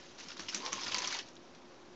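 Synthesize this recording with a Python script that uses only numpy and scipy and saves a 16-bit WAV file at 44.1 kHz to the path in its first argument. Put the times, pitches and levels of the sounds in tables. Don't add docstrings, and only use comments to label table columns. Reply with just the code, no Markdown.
import sys
import numpy as np
from scipy import signal
from scipy.fft import rfft, irfft, next_fast_len
from scipy.io import wavfile
from scipy.ndimage import uniform_filter1d, map_coordinates

SR = 44100
rng = np.random.default_rng(int(sys.argv[2]) if len(sys.argv) > 2 else 0)


def field_ratio(decibels):
    return 10 ** (np.asarray(decibels, dtype=float) / 20)


def file_out(sig):
    cols = np.atleast_2d(sig).T
    lim = np.clip(cols, -1, 1)
    pcm = np.round(lim * 32767).astype(np.int16)
    wavfile.write(sys.argv[1], SR, pcm)


N = 85995


def unit(x):
    return x / np.sqrt(np.mean(x ** 2) + 1e-20)


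def along(points, hz):
    f, v = np.transpose(points)
    return np.interp(np.log(hz + 1), np.log(f + 1), v)


def wobble(rate):
    knots = rng.standard_normal(int(N * rate / SR) + 4)
    return map_coordinates(knots, [np.arange(N) * rate / SR])


def filtered(x, response):
    m = next_fast_len(len(x) + 8192)
    return irfft(rfft(x, m) * response(np.fft.rfftfreq(m, 1 / SR)), m)[:len(x)]


def peak(f, hz, width_hz):
    return 1j * f * width_hz / (hz * hz - f * f + 1j * f * width_hz)


def place(out, start_s, sound):
    out[round(start_s * SR):][:len(sound)] += sound


def effort(column):
    # (time [s], rustle level [dB], pressure level [dB])
    hand = [(0, -53, -64.5), (0.059, -56, -63), (0.17, -58, -60.5), (0.185, -50, -63.5),
            (0.259, -50.5, -52), (0.311, -50, -67.5), (0.357, -55, -60), (0.411, -47, -47.5),
            (0.469, -53, -62.5), (0.561, -46, -46.5), (.595, -49, -50.5), (0.667, -45, -62),
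            (0.711, -50.5, -50), (.75, -44, -53), (0.899, -41.5, -50.5), (1.05, -40.5, -53),
            (1.192, -43, -53.5), (1.24, -60, -60.5)]
    quiet_db = -61.5
    rows = np.transpose(hand)
    power = field_ratio(np.interp(np.arange(N) / SR, rows[0], rows[column])) ** 2
    return np.sqrt(np.clip(power - field_ratio(quiet_db) ** 2, 0, None))


def grains(count, mid_hz, spread, cycles, scatter_db):
    u, z, t = rng.random((count, 2)), rng.standard_normal(count), np.arange(160) / SR
    hz = np.clip(mid_hz * np.exp(spread * z), 900, 7500)[:, None]
    size_db = -scatter_db * np.log(np.maximum(u[:, 1:], .03))
    rows = field_ratio(size_db) * np.exp(-t * hz / cycles) * np.sin(2 * np.pi * hz * t)
    at = (u[:, :1] * N).astype(int) + np.arange(len(t))
    track = np.bincount(at.ravel(), rows.ravel())[:N]
    return unit(filtered(track, lambda f: f * f / (f * f + 600 ** 2)))


def leaves():
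    # (frequency [Hz], density [dB per Hz])
    leaf_color = [(300, -14), (700, -12), (1400, -7), (3200, -7), (6500, -7), (8400, -14.5)]
    rustle_db, grains_db = -.5, -5.5
    z = signal.stft(rng.standard_normal(N), nperseg=256)[2]
    patches = uniform_filter1d(uniform_filter1d(rng.standard_normal(z.shape), 6, 0), 5, 1)
    hiss = signal.istft(z * field_ratio(2.5 * unit(patches)), nperseg=256)[1][:N]
    hiss = unit(filtered(hiss, lambda f: field_ratio(along(leaf_color, f)) * (f > 250)))
    crackle = grains(count=5000, mid_hz=4200, spread=.45, cycles=2.5, scatter_db=3.5)
    clumps = field_ratio(0.34 * wobble(32) + 1.6 * wobble(90))
    return effort(column=1) * clumps * (field_ratio(rustle_db) * hiss + field_ratio(grains_db) * crackle)


def drag():
    # (start time [s], length [s], level [dB], pitch [Hz])
    jerks = [(0.604, 0.028, -50.5, 982), (0.629, .065, -47, 1072), (0.635, 0.075, -53, 490),
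             (.95, .06, -55, 499.3), (0.642, 0.028, -49, 888), (0.677, 0.019, -47.5, 858),
             (0.719, 0.03, -46.5, 1101), (0.722, 0.015, -47, 1329), (0.773, 0.018, -45, 1044),
             (0.788, 0.0077, -50.5, 1043), (0.825, 0.025, -49.5, 938), (0.867, 0.032, -51.5, 1082),
             (0.914, .01, -48, 1014), (0.933, 0.038, -46, 1005), (0.979, .026, -43.5, 1010),
             (1.016, 0.012, -41.5, 1013), (1.04, 0.014, -41.5, 1013), (1.069, 0.0099, -43, 1031),
             (1.103, .03, -53.5, 949), (1.105, 0.047, -43, 2217), (1.14, 0.013, -43.5, 933),
             (1.181, 0.01, -48.5, 1028)]
    # (multiple of pitch, width over pitch, level [dB])
    hollow_modes = [(1, 0.13, 0.5), (2.15, 0.065, -5), (3.15, 0.1, -7), (4.4, 0.095, -7)]
    drag_db, press_db = 1.5, -6
    slips_db, sing_db = -5, -1.5
    out, t = np.zeros(N + SR), np.arange(SR // 5) / SR

    def hollow(f, hz):
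        modes = enumerate(hollow_modes)
        return sum((-1) ** k * field_ratio(db) * peak(f, m * hz, w * hz) for k, (m, w, db) in modes)

    for start, length, db, hz in jerks:
        shape = (1 - np.exp(-t / 0.0014)) * field_ratio(-60 * np.clip(t - length, 0, None) / 0.034)
        slips = rng.standard_normal(len(t)) * field_ratio(4.4 * rng.standard_normal(len(t)))
        steady_rms = filtered(slips, lambda f: hollow(f, hz)).std()
        scrape = filtered(slips * shape, lambda f: hollow(f, hz)) / steady_rms
        drift = .06 * np.cumsum(rng.standard_normal(len(t)))
        sing = field_ratio(sing_db) * shape * np.sin(2 * np.pi * hz * t + drift)
        place(out, start, field_ratio(db + drag_db) * (field_ratio(slips_db) * scrape + sing))
    uneven = field_ratio(3.6 * wobble(25)) * rng.standard_normal(N)
    rumble = unit(filtered(uneven, lambda f: peak(f, 260, 260) ** 2))
    return out[:N] + field_ratio(press_db) * effort(column=2) * rumble


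def crunches():
    # (time [s], peak level [dB], pitch [Hz], decay t60 [s])
    crunch_events = [(.182, -43, 5500, 0.14), (.199, -41, 4480, 0.14), (0.284, -37, 5370, 0.22),
                     (0.303, -33.5, 1480, 0.12), (0.315, -39.5, 4280, 0.075), (0.37, -37.5, 3930, 0.051),
                     (0.393, -33, 4610, 0.11), (.404, -38.5, 5680, 0.068), (0.485, -26, 2980, 0.04),
                     (0.487, -25.5, 5220, 0.099), (0.525, -31.5, 1556, 0.078), (0.532, -33.5, 4760, 0.18),
                     (.547, -25, 6120, 0.18), (0.601, -35, 3860, 0.059), (0.621, -38, 4940, 0.048),
                     (.65, -25.5, 5430, 0.032), (0.661, -27.5, 5390, 0.06), (0.681, -35, 5450, 0.14),
                     (0.721, -24, 5710, 0.13), (0.73, -26, 6500, 0.13), (.815, -32, 3770, 0.12),
                     (0.833, -31, 4930, 0.093), (0.864, -27, 1787, 0.04), (0.88, -34.5, 4600, 0.044),
                     (0.918, -24, 3130, .06), (0.945, -25.5, 3094, 0.089), (0.96, -28.5, 4430, 0.08),
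                     (0.983, -17, 6400, 0.027), (1.0, -37.5, 4480, 0.063), (1.021, -32.5, 3940, .04),
                     (1.042, -25, 3194, .07), (1.05, -27.5, 6460, .05), (1.073, -24, 5360, 0.037),
                     (1.101, -30.5, 3250, 0.14), (1.124, -27, 4030, 0.079), (1.141, -29, 4380, 0.086),
                     (1.19, -29, 3240, 0.07), (1.225, -42, 4520, .2), (1.26, -45, 5520, .15),
                     (1.283, -45, 5490, .1), (1.548, -47.5, 3630, .08)]
    snap_db = 0.5
    out, t = np.zeros(N + SR), np.arange(SR // 5) / SR
    for start, db, hz, t60 in crunch_events:
        sparse = rng.random(len(t)) < .15
        ticks = rng.standard_normal(len(t)) * sparse * field_ratio(1.3 * wobble(300)[:len(t)])
        ticks = unit(ticks) * field_ratio(-60 * t / max(t60, .005)) * (1 - np.exp(-t / .0004))
        burst = filtered(ticks, lambda f: peak(f, hz, 0.11 * hz) + field_ratio(-8.0) * peak(f, 3000, 6100) ** 2)
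        place(out, start, field_ratio(db + snap_db) * burst / np.abs(burst).max())
    return out[:N]


def cracks():
    # (time [s], peak level [dB], pitch [Hz], width over pitch)
    stalks = [(0.2, -34.5, 5720, 0.47), (.2855, -36.5, 5500, 0.35), (0.3024, -40, 1430, 0.51),
              (0.305, -40.5, 5500, .4), (.318, -36.5, 3050, 0.59), (0.368, -35, 1470, 0.87),
              (.37, -38, 6160, 0.37), (0.378, -39, 4630, 0.42), (0.3953, -30, 1870, 1.4),
              (0.3962, -30.5, 5440, .6), (0.4045, -32, 5290, 0.51), (0.404, -38, 2800, 0.23),
              (.465, -45.5, 6020, 0.24), (0.4845, -28, 3000, 1), (0.51, -39, 2680, 0.56),
              (0.528, -32, 1560, 0.54), (0.5461, -17.5, 6000, 0.47), (.548, -18, 6410, 0.42),
              (.554, -25, 6320, 0.38), (0.563, -36.5, 6370, 0.077), (0.577, -28, 5220, 0.18),
              (.603, -34, 2290, 0.55), (.623, -31.5, 4660, 0.098), (.651, -32, 5650, 0.34),
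              (0.662, -23.5, 2120, 2.3), (.684, -37, 5380, 0.22), (0.7294, -18.5, 6340, 0.2),
              (0.7366, -27, 6290, .3)]
    # (time [s], peak level [dB], pitch [Hz], width over pitch)
    scraps = [(1.266, -50, 3550, .3), (1.277, -47.5, 2970, 0.53), (1.2884, -40.5, 6100, 0.26),
              (1.286, -40.5, 1810, 0.19), (1.333, -52, 5880, 0.37), (1.3545, -43, 5860, 0.38),
              (1.357, -54.5, 5900, .3), (1.367, -42.5, 3530, .5), (1.376, -49.5, 3560, 0.2),
              (1.538, -52, 4140, 0.29), (1.549, -44.5, 3090, 0.61), (1.551, -50, 4510, 0.27),
              (1.558, -56, 2970, .2)]
    # (time [s], peak level [dB], pitch [Hz])
    ribs = [(0.78, -37.5, 2740), (0.7948, -35, 2760.0), (0.8098, -38, 6120.0), (0.8166, -33.5, 5080.0),
            (0.8233, -34.5, 3950), (0.8344, -29.0, 4740.0), (0.846, -30.5, 4740.0), (0.8514, -36, 5280),
            (0.867, -32, 2840.0), (0.8816, -31.0, 4650.0), (0.9161, -32.5, 5340.0), (0.9358, -29, 3010.0),
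            (0.9449, -19.5, 4740.0), (0.9488, -25, 2334), (0.9643, -29.5, 4220.0), (0.9719, -30, 4820.0),
            (0.9852, -29.5, 6290.0), (0.9893, -25, 6030.0), (1.004, -34.5, 5080.0), (1.0204, -30.5, 4650.0),
            (1.0253, -35.5, 2150.0), (1.0438, -27, 4700), (1.0481, -24.5, 3190.0), (1.0559, -29.0, 4570.0),
            (1.074, -28, 5570), (1.0779, -30, 4680), (1.1073, -33.5, 3170), (1.1118, -32.0, 4520),
            (1.1262, -28, 1570), (1.13, -34, 2150.0), (1.1425, -31, 4760), (1.147, -31, 3520),
            (1.1533, -32, 3140), (1.1673, -31.5, 5170.0), (1.189, -28.0, 4740.0), (1.193, -30, 3110)]
    rib_db, rib_width = 2, .3
    crack_db, broad_db = 1.5, -9
    out, t = np.zeros(N + SR), np.arange(SR // 5) / SR
    rib_cracks = [(start, db + rib_db, hz, rib_width) for start, db, hz in ribs]
    for start, db, hz, width in list(stalks) + list(scraps) + rib_cracks:
        kick = rng.standard_normal(len(t)) * field_ratio(-60 * t / .009)
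        crack = filtered(kick, lambda f: peak(f, hz, width * hz) ** 2 + field_ratio(broad_db) * peak(f, 3200, 5600))
        place(out, start, field_ratio(db + crack_db) * crack / np.abs(crack).max())
    return out[:N]


def bumps():
    # (time [s], peak level [dB])
    taps = [
        (0.368, -53.5),
        (0.394, -42),
        (0.54, -41),
        (0.728, -41),
        (0.961, -48.5),
    ]
    bump_db = -6.5
    out, t = np.zeros(N + SR), np.arange(SR // 5) / SR
    tones = np.sin(2 * np.pi * 205 * t) + 1.1 * np.sin(2 * np.pi * 310 * t)
    for start, db in taps:
        place(out, start, field_ratio(db + bump_db - 60 * t / 0.19) * (1 - np.exp(-t / 0.001)) * tones)
    return out[:N]


def thumps():
    # (time [s], peak level [dB], pitch [Hz])
    palm = [
        (.4, -60, 98.7),
        (0.702, -57.5, 116.7),
        (0.741, -58.5, 106.3),
        (.86, -60.5, 102),
        (0.907, -60, 101.7),
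        (0.999, -64, 102),
    ]
    out, t = np.zeros(N + SR), np.arange(SR // 5) / SR
    for start, db, hz in palm:
        swell = 1 - np.exp(-t / .012)
        place(out, start, field_ratio(db + 8 - 60 * t / 0.24) * swell * np.sin(2 * np.pi * hz * t))
    return out[:N]


def walls(x):
    # (frequency [Hz], decay t60 [s])
    decay = [(200, 0.33), (2000, 0.3), (7000, 0.15)]
    hz, t, z = signal.stft(rng.standard_normal(SR // 2), SR, nperseg=256)
    tail = signal.istft(z * field_ratio(-60 * t / along(decay, hz)[:, None]), SR, nperseg=256)[1]
    delayed = np.pad(x, (150, 0))
    return signal.fftconvolve(delayed, tail / np.linalg.norm(tail))[:N]


def kitchen():
    # (frequency [Hz], density [dB per Hz])
    room_color = [(30, -18.5), (110, -11.5), (200, -8), (330, -4.5), (480, -10.5), (1000, -14), (2500, -24),
                  (7000, -44)]
    # (frequency [Hz], rms level [dB])
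    drone_lines = [(252, -68.5), (295, -76.5), (354, -63.5), (540, -71.5), (952, -77)]
    room_db = -58
    t = np.arange(N) / SR
    sound = field_ratio(room_db) * unit(filtered(rng.standard_normal(N), lambda f: field_ratio(along(room_color, f))))
    for hz, db in drone_lines:
        level = field_ratio(db + 1.5 + 1.8 * wobble(12))
        sound = sound + level * np.sin(2 * np.pi * hz * t + .6 * wobble(14))
    return sound


def scene():
    bright_db, wet_db = 3, -12.5
    near = leaves() + drag() + crunches() + cracks() + bumps() + thumps()
    near = filtered(near, lambda f: field_ratio(bright_db * np.log2(np.maximum(f / 1500, 1))))
    return (near + field_ratio(wet_db) * walls(near) + kitchen())[None]


def low_pass(x):
    return signal.sosfilt(signal.butter(12, 8330, fs=SR, output="sos"), x)


def record(dry):
    # (frequency [Hz], gain [dB])
    roll_off = [(1000, 0), (2200, -4), (5000, -6.5), (6000, -7), (6700, -11), (7500, -16), (8000, -25),
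                (8500, -47)]
    hiss_db = -68.5
    step, offset = .0035, -.0007
    hiss = field_ratio(hiss_db) * unit(filtered(rng.standard_normal(N), lambda f: peak(f, 1200, 2500)))
    slow = signal.resample_poly(dry[0] + hiss, up=160, down=441)
    steps = (np.floor(slow / step) + .5) * step
    fast = signal.resample_poly(steps, up=441, down=160)[:N]
    fast = np.pad(fast, (0, N - len(fast)))
    fast = filtered(fast, lambda f: field_ratio(along(roll_off, f)) * f / (f + 25)) + offset
    mix = fast[None] + field_ratio(-97) * rng.standard_normal((1, N))
    return low_pass(mix)


dry = scene()
out = record(dry)
file_out(out)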